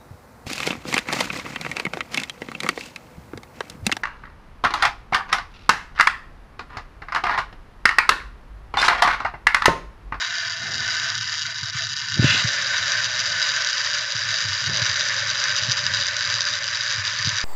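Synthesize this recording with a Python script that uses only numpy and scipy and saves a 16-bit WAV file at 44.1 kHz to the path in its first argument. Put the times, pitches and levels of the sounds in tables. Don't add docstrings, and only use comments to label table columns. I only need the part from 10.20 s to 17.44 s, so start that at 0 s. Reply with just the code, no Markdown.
import sys
import numpy as np
from scipy import signal
from scipy.io import wavfile
from scipy.ndimage import uniform_filter1d

SR = 44100
rng = np.random.default_rng(int(sys.argv[2]) if len(sys.argv) > 2 else 0)


def store_pcm(level_fs):
    pcm = np.round(np.clip(level_fs, -1, 1) * 32767).astype(np.int16)
    wavfile.write(sys.argv[1], SR, np.atleast_2d(pcm).T)


N = 319328


def undb(db):
    return 10 ** (np.asarray(db) / 20)


def unit(x):
    return x / np.sqrt(np.mean(x ** 2))


def band(x, hz, width, passes=1):
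    for _ in range(passes):
        x = signal.lfilter(*signal.iirpeak(hz, hz / width, SR), x)
    return x


def notch(x, gaps, depth):
    sections = []
    for hz, width in gaps:
        b, a = signal.iirpeak(hz, hz / width, SR)
        sections += [np.r_[a - depth * b, a]] * 2
    return signal.sosfilt(sections, x)


def curve(table, t):
    times, *columns = np.transpose(table)
    return [np.interp(t, times, column) for column in columns]


def walk(size, rate):
    hold = int(SR / rate)
    steps = np.repeat(rng.standard_normal(size // hold + 1), hold)
    return 0.9 * uniform_filter1d(uniform_filter1d(steps, hold), hold)[:size]


def wander(size, per_s=18, drift_s=0.15):
    surges = walk(size, per_s)
    return surges - uniform_filter1d(surges, int(drift_s * SR))


# time in seconds, rumble level in dB, rustle level in dB.
BED_LEVELS = [(0.0, -64, -54), (0.12, -48, -63), (0.36, -47, -64), (0.44, -38, -44.5), (0.7, -43, -49.5),
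              (0.87, -44.5, -52), (1.1, -46, -67), (1.89, -45, -66), (1.95, -39, -64), (2.08, -28, -51),
              (2.17, -38, -46.5), (2.4, -44, -55), (3.4, -47, -62.5), (4.4, -46.5, -68.5),
              (4.49, -34, -48.5), (4.7, -46, -55.5), (5.64, -41, -68.5), (6.0, -45.5, -63.5),
              (7.24, -46, -72)]
# centre in Hz, width in Hz, relative level in dB.
RUSTLE_BANDS = [(242, 61, 1.5), (388, 130, -7.5), (524, 87, -7.5), (720, 260, -1.5)]
def rumble_and_rustle(t, edge_hz=315):
    rumble_db, rustle_db = curve(BED_LEVELS, t)
    core = unit(band(band(rng.standard_normal(N), 105, 44), 111, 55))
    shoulder = undb(-14.5) * unit(band(rng.standard_normal(N), 260, 110))
    rumble = signal.sosfilt(signal.cheby2(8, 40, edge_hz, fs=SR, output="sos"), core + shoulder)
    rumble *= undb(4.1 * walk(N, 16))
    rustle = sum(undb(db + walk(N, 8)) * band(rng.standard_normal(N), hz, width, passes=2)
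                 for hz, width, db in RUSTLE_BANDS)
    return unit(rumble) * undb(rumble_db) + unit(rustle) * undb(rustle_db)


# time in seconds, level in dB, pitch in Hz,
# seconds to fall 60 dB, edge level in dB against the thud.
BODY_KNOCKS = [(1.429, -26, 114, 0.12, -19), (1.553, -23.5, 117, 0.086, -40), (1.964, -24, 123, 0.13, -13),
               (1.989, -3, 112, 0.091, -32), (2.021, -16.5, 100, 0.15, -9), (2.041, 3, 127, 0.046, -27),
               (2.093, -28, 133, 0.091, -29), (2.144, -24, 118, 0.047, -5), (2.243, -8, 112, 0.052, -22),
               (3.076, -31, 102, 0.084, -33), (3.953, -27, 110, 0.078, -17), (4.25, -26.5, 110, 0.086, -36),
               (4.287, -28, 97, 0.2, -19), (4.481, -32, 132, 0.073, -19), (4.495, -33, 144, 0.038, -6),
               (4.521, -20, 111, 0.073, -30), (4.621, -17, 106.6, 0.076, -35),
               (4.694, -29, 95.3, 0.16, -27), (5.015, -37, 103, 0.28, -25), (5.422, -26, 101.5, 0.099, -26),
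               (5.486, -23, 121, 0.13, -16), (6.078, -32, 111, 0.18, -44), (6.755, -34, 99, 0.147, -35),
               (6.782, -26, 96.5, 0.2, -24), (6.999, -33, 106, 0.12, -25), (7.052, -24, 105, 0.17, -38),
               (7.074, -14.5, 120, 0.037, -37), (7.128, -28, 100, 0.11, -40)]
def body_knocks(hard_rise_s=0.0056, light_rise_s=0.0144, light_below_db=-14, edge_s=0.0025):
    out, t = np.zeros(N + SR), np.arange(SR // 4) / SR
    for start, db, hz, t60, edge_db in BODY_KNOCKS:
        rise = light_rise_s if db < light_below_db else hard_rise_s
        age = np.clip(t - rise + hard_rise_s, 0, None)
        cycles = hz * (t + 0.0029 * (1 - np.exp(-t / 0.005)))
        attack = np.sin(np.pi / 2 * np.clip(t / rise, 0, 1)) ** 2
        thud = np.sin(2 * np.pi * cycles) * attack * undb(-60 * age / t60)
        edge = np.sin(2 * np.pi * 265 * age) * age / edge_s * np.exp(1 - age / edge_s)
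        at = int((start - rise + hard_rise_s) * SR)
        out[at:at + len(t)] += undb(db) * (thud + undb(edge_db) * edge)
    return out[:N]


# start in seconds, level in dB, pitch in Hz.
CASE_TAPS = [(1.994, -12, 240), (2.043, -10, 232), (2.045, -25, 556), (2.144, -35, 476), (4.494, -33, 390),
             (7.074, -34, 237), (1.972, -31, 330), (2.024, -22, 380)]
def case_taps(t, rise_s=0.0022):
    out = 0
    for start, db, hz in CASE_TAPS:
        age = np.clip(t - start, 0, 0.05)
        envelope = age / rise_s * np.exp(1 - age / rise_s)
        out -= undb(db) * np.sin(2 * np.pi * hz * age) * envelope
    return out


# start in seconds, length in seconds, level in dB.
FACING_HUMS = [(-0.5, 1.45, -51.5), (1.06, 0.16, -53), (1.27, 0.082, -52), (1.456, 0.056, -50),
               (1.57, 0.1, -52)]
# time in seconds, level in dB.
TURNED_HUM = [(1.95, -89), (1.97, -46), (2.04, -42.5), (2.12, -47.5), (3.1, -48.5), (4.4, -52),
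              (5.2, -49.5), (7.24, -66.5)]
# centre in Hz, width in Hz.
HUM_PITCHES = [(670, 37), (587.7, 62), (387, 32)]
# centre in Hz, width in Hz, level in dB against that hum.
SIDE_RINGS = [(532, 20.4, -7.5), (860, 40, -8)]
def cavity_hum(t, edge_s=0.065, undertone_holds_until_s=2.7, fall_db_per_s=22):
    facing = 0
    for start, length, db in FACING_HUMS:
        inside_s = np.minimum(t - start, start + length - t)
        facing += undb(db) * np.clip(inside_s / edge_s + 0.5, 0, 1) ** 2
    turned = undb(curve(TURNED_HUM, t)[0])
    undertone = turned * undb(-14.5 - fall_db_per_s * np.clip(t - undertone_holds_until_s, 0, None))
    voices = list(zip((facing, turned, undertone), HUM_PITCHES))
    voices += [(turned * undb(db), (hz, width)) for hz, width, db in SIDE_RINGS]
    out = 0
    for gain, (hz, width) in voices:
        ring = band(rng.standard_normal(len(t)), hz, 2 * width, passes=3)
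        out += gain * unit(ring * undb(2.5 * walk(len(t), 25)))
    return out


# centre in Hz, width in Hz, relative level in dB,
# rise in seconds, stop time in seconds.
SCRUB_BANDS = [(1110, 500, -24, .045, 3.5), (1620, 760, -3.5, 0.017, 2.21), (2703, 260, 9.5, 0.049, 2.15),
               (2900, 170, 6, 0.1, 2.15), (3360, 220, 8, 0.11, 2.15), (3780, 500, 1, 0.19, 2.21),
               (2900, 1200, 2, 0.13, 2.21), (2050, 280, 2, 0.13, 2.2), (7000, 3000, -10, 0.05, 2.21)]
def wheel_scrub(t, start_s=2.015, fade_s=0.015, level_db=-20.5):
    grit = rng.standard_normal(N) * undb(1.7 * walk(N, 170))
    steady = scrub = 0
    for hz, width, db, rise, stop in SCRUB_BANDS:
        ring = undb(db) * band(band(grit, hz, 2 * width), hz, width)
        attack = np.clip((t - start_s) / rise, 0, 1)
        release = np.exp(-np.clip(t - stop, 0, None) / fade_s)
        steady += ring
        scrub += ring * attack * release
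    return scrub / np.std(steady) * undb(level_db)


# centre in Hz, width in Hz,
# gain in dB facing the microphone, gain in dB turned away.
SHELL_MODES = [(912, 120, 14, 12), (1213, 190, -6.5, -7.5), (1549, 195, 9.5, 5), (1731, 105, 5.5, 3),
               (2013, 140, -3, -13), (2210, 130, -8, -14.5), (2685, 32, 2, -4), (2916, 150, -0.5, -4),
               (3232, 460, -3, -7.5), (3544, 79, -10.5, -8), (3810, 190, 2.5, 0), (3980, 170, -2, -6),
               (4464, 110, -1, -1.5), (4650, 96, 3, -2.5), (4735, 58, -1, 1), (4813, 68, 3, 2.5),
               (4910, 61, 0.5, 2.5), (5160, 450, -14.5, -11.5), (5760, 180, -11.5, -12),
               (5995, 190, -21, -4), (5630, 190, -15.5, -6.5), (8500, 550, -40.5, -5)]
# centre in Hz, width in Hz.
FACING_GAPS = [(810, 41), (1107, 60), (1366, 36), (1637, 73), (2220, 107), (2214, 35), (2476, 42),
               (2577, 82), (3480, 70), (4120, 63), (4130, 43), (4270, 47), (1942, 54), (2366, 36),
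               (2707, 26), (3150, 26), (4600, 16), (5090, 40), (6240, 140), (7430, 640)]
TURNED_GAPS = [(790, 40), (4100, 40), (6170, 83), (3410, 63), (3670, 50), (4530, 40), (5550, 92),
               (6270, 88)]
def shell(low, middle, top, t, sway_db=2.5, sways_per_s=12, turn_s=2.0, turn_takes_s=0.051):
    facing = turned = 0
    hop = 100
    coarse = np.arange(0, len(t), hop)
    for hz, width, facing_db, turned_db in SHELL_MODES:
        drive = low if hz < 2500 else middle if hz < 5100 else top
        if drive is not None:
            sway = undb(sway_db * walk(len(coarse), hop * sways_per_s))
            ring = band(drive, hz, width) * np.interp(np.arange(len(t)), coarse, sway)
            facing += undb(facing_db) * ring
            turned += undb(turned_db) * ring
    facing = notch(facing, FACING_GAPS, depth=0.54)
    turned = notch(turned, TURNED_GAPS, depth=0.18)
    turned = signal.sosfilt(signal.butter(3, 6300, fs=SR, output="sos"), turned)
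    turned_share = np.clip((t - turn_s) / turn_takes_s + 0.5, 0, 1)
    return (1 - turned_share) * facing + turned_share * turned


def blows(t, starts, db, bright_db, chatter=0.23, chatter_s=0.0012, sway_db=1.5):
    at = np.clip(((starts - t[0]) * SR).astype(int), 0, len(t) - 1)
    tilt_db = np.clip(bright_db, -9, 9) / 2
    impulses = np.array([np.bincount(at, undb(db + side * tilt_db), len(t)) for side in (-1, 1)])
    tails = signal.lfilter([1], [1, -np.exp(-1 / (chatter_s * SR))], impulses) - impulses
    dull, bright = impulses + chatter * tails * rng.standard_normal(len(t))
    middle = dull - 0.23 * band(dull, 2800, 940)
    return shell(0.32 * dull, middle, bright, t, sway_db)


# start in seconds, level in dB, brightness in dB,
# swell of the surrounding clatter in dB.
HARD_BLOWS = [(0.018, -14, 11, 7), (0.1835, -10, 1, -2), (0.2811, -13.5, 3, 2), (0.3654, -15.5, 4, -1),
              (0.5189, -12, 1, -0.5), (0.581, -10, -1, 1.5), (0.6045, -11, 0, -2), (0.679, -12, -3, -2),
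              (0.768, -9.5, 2, -0.5), (0.7407, -18, 6, 2.5), (0.7987, -9, 1, 0), (0.8323, -11.5, 2, 5.5),
              (0.888, -11, 3, 5), (0.9527, -7, 3, 0.5), (0.9793, -6, 8, 3.5), (1.0258, -18, 0, 6),
              (1.127, -13.5, -5, 6), (1.1545, -13, 0, 3.5), (1.18, -8, 5, -1), (1.194, -11, -3, 1.5),
              (1.219, -9, 2, 2), (1.3844, -14, -2, 1.5), (1.5868, -8.5, 7, 7.5), (1.6393, -11, 10, 5),
              (1.6695, -9.5, 2, 0.5), (1.6947, -16, 6, -4.5), (2.076, -9, 12, 0.5), (2.0992, -5, 6, 3.5),
              (2.138, -14, 9, -0.5), (2.1774, -8.5, -11, -1.5), (2.1945, -8.5, -12, -0.5),
              (2.2408, -9, 1, 1), (2.2761, -14, -9, 6.5), (2.3413, -11, 10, 9.5), (2.5808, -4.5, 7, -4.5),
              (2.7036, -10, 5, 6.5), (2.681, -3.5, 6, 8.5), (2.7198, -1.5, 8, 5), (2.729, -8, 14, 3),
              (2.8442, -2, 5, 0.5), (2.852, -8, 6, 5), (2.856, -11, -1, 10.5), (2.9931, -2, 7, 0),
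              (3.0014, -2.5, 13, 2), (3.0633, -9.5, 4, 5.5), (3.2176, -6.5, -6.5, -1), (3.227, -5, -4, 5.5),
              (3.2912, -6.5, -3, 4.5), (3.4472, -2, 8, -4), (3.505, -7, -1, 4), (3.581, -5.5, 3, 9.5),
              (3.749, -6, 4, 5.5), (3.922, -4.5, 5, 5.5), (4.107, -9, 4, 2), (4.1153, -6, 6, -0.5),
              (4.186, -6.5, 0, 3), (4.2232, -7, 5, 2.5), (4.4688, -7, 7, -2.5), (4.563, -6, 6, 6),
              (4.572, -2.5, 5, 3), (4.647, -8, 2, 5.5), (4.5978, -16, 9, 0.5), (4.656, -6.5, 6, 6),
              (4.6646, -2.5, 4, 7), (4.694, -6.5, 4, -3.5), (4.887, -4.5, 10, 1.5), (5.2833, -7, 1, 4.5),
              (5.3879, -6, 1, 9.5), (5.4346, -8.5, -3, 11.5), (5.497, -4, 3.0, 9.5), (5.5182, -5.5, -8, 5),
              (5.5732, -10, -3, 3.5), (5.5913, -7, 0.0, 3.5), (5.6655, -3, -6, 4), (5.7712, -6, 0, 9),
              (5.8, -9, -4, 8), (5.8678, -4, 4, 5.5), (6.141, -3.5, 4, 8.5), (6.159, -7, 1, 1),
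              (6.218, -3.5, 8, 2.5), (6.3375, -7.5, -2, 1), (6.3536, -10, 1, 5.5), (6.207, -2.5, -1, 0.5),
              (6.2976, -12, 6, -2), (6.5486, -13, 4.0, 8.5), (6.571, -13, 9, 2.5), (6.7, -13, -1, 2),
              (6.7121, -4, 5, 5), (6.878, -8, -3, 4), (7.0265, -6.5, 0, 1), (7.0476, -5, 2, 2),
              (7.061, -11, 6, 10.5)]
def hard_blows(t):
    starts, db, bright_db, _ = np.transpose(HARD_BLOWS)
    clicks = blows(t, starts, db, bright_db, chatter=0.07, chatter_s=0.003, sway_db=0)
    impulse = signal.unit_impulse(SR // 10)
    unit_click = shell(None, impulse, impulse, np.zeros_like(impulse), sway_db=0)
    return clicks / np.abs(unit_click).max()


# time in seconds, teeth meeting per second.
TOOTH_RATE = [(-0.3, 171.77), (0.15, 167.86), (0.75, 158.39), (1.35, 150.36), (1.95, 140.82),
              (2.54, 131.67), (3.14, 124.6), (3.74, 117.09), (4.34, 109.75), (4.94, 102.2), (5.54, 96.19),
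              (6.14, 90.06), (6.73, 84.81), (7.3, 80.66)]
def tooth_count(t, first_step=0.84):
    count = np.cumsum(curve(TOOTH_RATE, t)[0]) / SR
    return count + first_step - np.interp(TOOTH_RATE[0][0], t, count)


# teeth per turn, swing in dB at mid-run, phase in turns.
SHAFT_WOBBLE = [(34.94, 0.78, 0.98), (9.174, 1, 0.87), (7.13, 1.5, 0.64)]
def mesh_tightness(t, growth_per_s=0.33, swell_s=0.012):
    count = tooth_count(t)
    swing = sum(db * np.cos(2 * np.pi * (count / teeth - phase)) for teeth, db, phase in SHAFT_WOBBLE)
    swing *= 1 + growth_per_s * (t - t.mean())
    coarse = t[::100]
    swells = [db * np.exp(-((coarse - at) / swell_s) ** 2) for at, _, _, db in HARD_BLOWS]
    swell = np.interp(t, coarse, np.max(swells, axis=0))
    return swing + swell - swell.mean()


def tooth_clicks(t, surge_db, scatter_db=5.5, slip_s=0.0002, ceiling_db=2.5, rebound_db=-9):
    count = tooth_count(t)
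    half_steps = np.arange(2 * np.ceil(count[0]) + 2, 2 * np.floor(count[-1]) - 2)
    slip, force, colour = rng.standard_normal((len(half_steps), 3)).T
    starts = np.interp(half_steps / 2, count, t) + slip_s * slip
    db = scatter_db * force + 1.5 * np.interp(starts, t, walk(len(t), 30))
    db = np.minimum(db, ceiling_db) + np.interp(starts, t, surge_db)
    db = np.minimum(db, ceiling_db) + rebound_db * (half_steps % 2)
    to_hard_blow_s = np.abs(starts[:, None] - np.array(HARD_BLOWS)[:, 0]).min(axis=1)
    free = to_hard_blow_s > 0.0015
    return unit(blows(t, starts[free], db[free], 3 * colour[free]))


# centre in seconds, depth in dB.
LULLS = [(0.17, 2), (0.29, 12), (0.355, 4.5), (0.525, 0.5), (0.995, 6), (1.335, 9), (1.516, 12), (1.75, 9),
         (2.82, 1), (3.03, 7), (3.1, 0), (3.38, 4), (3.72, 11), (3.88, 3), (4.31, 12), (5.34, 3), (5.55, 4),
         (5.62, 4), (5.9, 13), (6.24, 2), (6.4, 9), (6.83, 2)]
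def lulls(t, half_width_s=0.0074):
    return undb(-sum(db * np.exp(-((t - at) / half_width_s) ** 2) for at, db in LULLS))


# time in seconds, whir level in dB, clatter level in dB.
GEAR_LEVELS = [(-0.56, -32, -38), (-0.48, -22, -33), (-0.2, -30.5, -35), (0.1, -29, -34), (0.45, -28, -34),
               (0.6, -28.5, -31.5), (0.72, -25, -31.5), (0.8, -27.5, -32.5), (0.92, -28, -31.5),
               (1.0, -30.5, -31.5), (1.45, -29.5, -33), (1.9, -28.5, -30.5), (2.1, -24, -26.5),
               (2.6, -26, -28.5), (3.5, -26.5, -29), (4.4, -27.5, -28.5), (5.1, -27.5, -30),
               (6.2, -30, -28.5), (7.24, -27, -32)]
def gears(t):
    whir_db, clatter_db = curve(GEAR_LEVELS, t)
    tight_db = mesh_tightness(t)
    whir_db += 0.18 * tight_db + 1.5 * wander(len(t))
    surge_db = tight_db + 3.5 * wander(len(t))
    grit = rng.standard_normal(len(t)) * undb(2.2 * walk(len(t), 200) + 2 * walk(len(t), 25))
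    whir = unit(shell(grit, None, None, t))
    hiss = unit(shell(None, grit, 0.36 * grit, t))
    clatter = 1.07 * tooth_clicks(t, surge_db) + 0.32 * hiss * undb(surge_db)
    dips = lulls(t)
    mix = whir * undb(whir_db) * dips ** 0.41 + clatter * undb(clatter_db) * dips + hard_blows(t)
    return signal.sosfilt(signal.cheby2(8, 55, 800, "high", fs=SR, output="sos"), mix)


def scene(lead_s=0.56, repeat_delay_s=2.52, fade_in_s=0.076):
    t, lead = np.arange(N) / SR, int(lead_s * SR)
    run_t = np.arange(N + lead) / SR - lead_s
    run = gears(run_t) + cavity_hum(run_t)
    start = int((repeat_delay_s - lead_s) * SR)
    repeat = np.r_[np.zeros(start), run[:N - start]] * np.clip((t - start / SR) / fade_in_s, 0, 1)
    truck = run[lead:] + repeat + wheel_scrub(t)
    return (truck + body_knocks() + case_taps(t) + rumble_and_rustle(t))[None]


def record(dry, bass_hz=75, top_hz=7620, fizz_top_hz=10100):
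    out = signal.sosfilt(signal.butter(4, bass_hz, "high", fs=SR, output="sos"), dry) + 0.0045 * dry
    fizz = undb(-25) * out
    out = signal.sosfiltfilt(signal.ellip(8, 0.2, 30, top_hz, fs=SR, output="sos"), out) + fizz
    return signal.sosfilt(signal.ellip(8, 0.5, 60, fizz_top_hz, fs=SR, output="sos"), out)


dry = scene()
out = record(dry)
store_pcm(out)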